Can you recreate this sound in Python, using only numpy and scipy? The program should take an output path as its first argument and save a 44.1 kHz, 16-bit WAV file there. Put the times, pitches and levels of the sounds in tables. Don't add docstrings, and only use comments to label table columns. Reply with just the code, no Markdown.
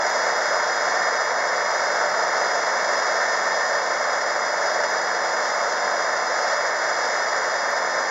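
import sys
import numpy as np
from scipy import signal
from scipy.fft import rfft, irfft
from scipy.io import wavfile
from scipy.ndimage import uniform_filter1d

SR = 44100
rng = np.random.default_rng(int(sys.argv[2]) if len(sys.argv) > 2 else 0)


def persist_wave(psi):
    counts = np.round(np.clip(psi, -1, 1) * 32767).astype(np.int16)
    wavfile.write(sys.argv[1], SR, np.atleast_2d(counts).T)


N = 357210


def amp(db):
    return 10 ** (np.asarray(db) / 20)


def unit(x):
    return x / np.sqrt(np.mean(x ** 2) + 1e-20)


def curve(rows, column=1):
    columns = np.transpose(rows)
    return np.interp(np.arange(N) / SR, columns[0], columns[column])


def over_hz(rows, column=1):
    columns = np.transpose(rows)
    return np.interp(np.log(np.fft.rfftfreq(N, 1 / SR) + 1), np.log(columns[0] + 1), columns[column])


def colour(x, spectrum):
    return unit(irfft(rfft(x) * amp(over_hz(spectrum)), N))


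def lowpass(x, hz):
    return irfft(rfft(x) / (1 + (np.fft.rfftfreq(N, 1 / SR) / hz) ** 6), N)


def wander(rate):
    knots = rng.standard_normal(1024)
    return unit(np.interp(np.arange(N) / SR * rate, np.arange(len(knots)), knots))


def swells(rows):
    t = np.arange(N) / SR
    return sum(height * np.cos(np.pi * np.clip((t - middle) / length, -.5, .5)) ** 2
               for middle, length, height in rows)


def tones(turns, table, waver_db, waver_rate):
    out = np.zeros(N)
    for multiple, db in table:
        level = amp(db + waver_db * wander(waver_rate))
        out += level * np.cos(2 * np.pi * (multiple * turns + rng.random()))
    return np.sqrt(2) * out


# middle in seconds, length in seconds, extra cycles per second.
LOAD_EASES = [(1.55, 1.8, .052), (3.55, 1.9, .044)]

def engine_cycles(cycles_per_s):
    return np.cumsum(cycles_per_s + swells(LOAD_EASES)) / SR


# place in the cycle from 0 to 1, strength in dB.
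CYLINDERS = [(.19, 2.5), (.44, 0.7), (.69, -0.8), (.94, 0.1)]

def firings(cycles, jitter_s, uneven_db):
    trains = np.zeros((len(CYLINDERS), N))
    count = np.arange(int(cycles[-1]) + 1)
    for train, (place, db) in zip(trains, CYLINDERS):
        late, strong = rng.standard_normal((len(count), 2)).T
        at = np.interp(count + place, cycles, np.arange(N), right=2 * N) + jitter_s * SR * late
        heard = (at >= 0) & (at < N)
        train[at[heard].astype(int)] = amp(db + uneven_db * strong[heard])
    return trains


# multiple of the cycle rate, relative level in dB.
ENGINE_TONES = [(4, -75), (7, -71), (8, -64), (12, -65), (14, -65), (18, -54), (20, -52), (24, -48),
                (25, -49), (26, -43), (27, -41), (31, -48), (32, -43), (33, -45), (35, -47), (38, -46),
                (39, -44), (40, -44), (42, -44), (43, -46), (44, -49), (46, -43), (56, -46), (60, -44),
                (65, -48), (76, -48), (79, -47), (88, -49)]

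def engine_drone(cycles):
    return amp(-0.5) * tones(cycles, ENGINE_TONES, waver_db=1.6, waver_rate=10)


# multiple of its turning speed, relative level in dB.
FAN_TONES = [(2, -81), (3, -66), (4, -62), (5, -56), (7, -51), (10, -47), (12, -43), (14, -43), (21, -43)]

def fan_hum(cycles, turns_per_cycle):
    return amp(-0.6) * tones(cycles * turns_per_cycle, FAN_TONES, waver_db=2, waver_rate=7)


# middle in seconds, length in seconds, rise in dB.
DRIVE_SWELLS = [(2.2, 1.8, 7.5), (6.2, 2.2, 8.5)]

def drive_line(cycles, teeth_per_cycle):
    tone = tones(cycles * teeth_per_cycle, [(1, -46)], waver_db=1.5, waver_rate=6)
    return amp(swells(DRIVE_SWELLS)) * tone


def knocks(trains, ring_s):
    t = np.arange(4096) / SR
    rings = rng.standard_normal((len(trains), len(t))) * np.exp(-t / ring_s)
    return unit(signal.oaconvolve(trains, rings, axes=1)[:, :N].sum(0))


def rattle(trains, rise_s, decay_s):
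    envelope = trains.sum(0)
    for time_s in (rise_s, decay_s):
        envelope = signal.lfilter([1], [1, -np.exp(-1 / (time_s * SR))], envelope)
    return unit(envelope * rng.standard_normal(N))


def churn(lumpy_db, clods_per_s):
    return unit(rng.standard_normal(N) * amp(lumpy_db * wander(clods_per_s)))


# frequency in Hz, relative level in dB.
BODY_COLOUR = [(52, -56), (100, -38), (170, -26), (320, -22), (400, -12.5), (580, 0.5), (750, -1.5),
               (795, -5.5), (900, -4.5), (1550, -3.5), (1830, -3.5), (2010, -8.5), (2160, -7),
               (2450, -31.5), (2900, -67)]
# time in seconds, growl change in dB, clatter change in dB.
SWAY = [(0.0, 1.2, 1), (1.3, -0.6, 0.2), (2.1, 1, 0.45), (3.2, 0.5, 0.6), (4.4, -0.5, -0.9),
        (4.7, 0.2, -0.0), (5.9, -0.0, -0.7), (7.0, -0.7, 0.46), (8.1, -0.5, -1)]
GROWL_HEAVE_DB, HISS_HEAVE_DB, HEAVES_PER_S = 0.23, 0.4, 4

def growl_and_clatter(trains):
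    knock = amp(-9.5) * knocks(trains, ring_s=.022)
    rattling = amp(-7) * rattle(trains, rise_s=0.0024, decay_s=0.016)
    soil = amp(-2) * churn(lumpy_db=.5, clods_per_s=30)
    body = colour(knock + rattling + soil, BODY_COLOUR)
    growl = lowpass(body, hz=1010)
    clatter = body - growl
    growl_db = curve(SWAY, column=1) + GROWL_HEAVE_DB * wander(HEAVES_PER_S)
    return amp(-23.5) * (growl * amp(growl_db) + clatter * amp(curve(SWAY, column=2)))


def reflections(x, share, drift_s):
    t, out = np.arange(N) / SR, x.copy()
    for delay_s in (.0023, .0041, .0074):
        out += share * np.interp(t - delay_s - drift_s * wander(1), t, x)
    return unit(out)


# frequency in Hz, relative level in dB.
HISS_COLOUR = [(1800, -60.5), (2450, -20.5), (2780, -13), (3020, -23), (3250, -12), (3500, -10),
               (4250, -14.5), (4500, -6.5), (5000, -0.5), (6000, -7), (7100, -8.5), (7500, -20),
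               (7900, -38.5), (11000, -38), (13000, -46)]

def hiss(trains):
    injection = amp(-1) * rattle(trains, rise_s=0.0026, decay_s=0.013)
    straw = amp(-1.5) * churn(lumpy_db=-0.03, clods_per_s=40)
    fizz = reflections(injection + straw, share=0.12, drift_s=.00005)
    sway_db = 1.14 * curve(SWAY, column=2)
    heave_db = HISS_HEAVE_DB * wander(HEAVES_PER_S)
    return amp(-33.5 + sway_db + heave_db) * colour(fizz, HISS_COLOUR)


# time in seconds, level in dB.
WHINE_LEVELS = [(0.0, -40.0), (1.4, -33.5), (1.9, -40.0), (3.6, -32.0), (4.3, -42), (6.1, -41.5),
                (6.5, -37.5), (8.1, -34)]

def gear_whine(cycles, teeth_per_cycle):
    mesh = 2 * np.pi * teeth_per_cycle * cycles + .35 * wander(30)
    level = amp(curve(WHINE_LEVELS) + 2.0 * wander(24))
    return np.sqrt(2) * level * (np.cos(mesh) + amp(-27) * np.cos(2 * mesh))


# start in seconds, relative level in dB.
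TICKS = [(0.0957, -37), (0.2379, -45), (0.3745, -40), (1.2451, -44), (1.7589, -45), (2.1026, -43),
         (4.7341, -42), (4.9048, -40), (7.7064, -36), (7.7852, -43)]

def ticks(decay_s, gain_db):
    out, t = np.zeros(N), np.arange(128) / SR
    for start, db in TICKS:
        click = np.sin(2 * np.pi * rng.uniform(10500, 12500) * t) * np.exp(-t / decay_s)
        out[round(start * SR):][:len(t)] += amp(db + gain_db) * click
    return out


# frequency in Hz, likeness from 0 to 1,
# how far the left is ahead in radians, how much louder the left is in dB.
MIC_OPENINGS = [(60, 0.98, 0, 0), (352, 1, 0.023, -1.5), (900, 1, 0.0076, -0.5), (1810, 1, -0.13, -0.6),
                (2730, .999, -0.055, 0), (4100, 1, 0.027, 1), (4370, 1, -.1, 5.5), (4900, 1, -0.56, -1.3),
                (5900, 1, 0.077, 2.3), (6730, 0.8, -0.78, -2), (7250, 1, -0.33, 6), (8300, .98, 0.13, -6.5),
                (11100, 0.87, -.6, 2.5), (14000, 0.35, -0.18, 0)]

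def microphone(x):
    spectrum = rfft(x)
    likeness = np.clip(over_hz(MIC_OPENINGS, column=1), 0, 1)
    power = uniform_filter1d(abs(spectrum) ** 2, size=200)
    scattered = np.sqrt(abs(power) / N) * rfft(rng.standard_normal(N))
    shared = np.sqrt((1 + likeness) / 2) * spectrum
    apart = np.sqrt((1 - likeness) / 2) * scattered
    tilt = amp(over_hz(MIC_OPENINGS, column=3) / 2) * np.exp(.5j * over_hz(MIC_OPENINGS, column=2))
    return irfft(np.array([(shared + apart) * tilt, (shared - apart) / tilt]), N)


def scene():
    cycles = engine_cycles(cycles_per_s=22.564)
    trains = firings(cycles, jitter_s=.0001, uneven_db=1.45)
    hum = engine_drone(cycles) + fan_hum(cycles, turns_per_cycle=2.1896)
    hum += drive_line(cycles, teeth_per_cycle=33.2)
    hum *= amp(1.5 * curve(SWAY, column=1))
    tractor = hum + growl_and_clatter(trains) + hiss(trains) + gear_whine(cycles, teeth_per_cycle=80)
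    to_the_right = amp([[-13], [0]])
    return microphone(tractor) + to_the_right * ticks(decay_s=.00008, gain_db=13.0)


def record(dry):
    notch = signal.firwin(1023, [7880, 8230], fs=SR)
    treble_cut = signal.firwin(511, 15830, window=("kaiser", 9), fs=SR)
    return signal.oaconvolve(dry, np.convolve(notch, treble_cut)[None], "same", axes=1)


dry = scene()
out = record(dry)
persist_wave(out)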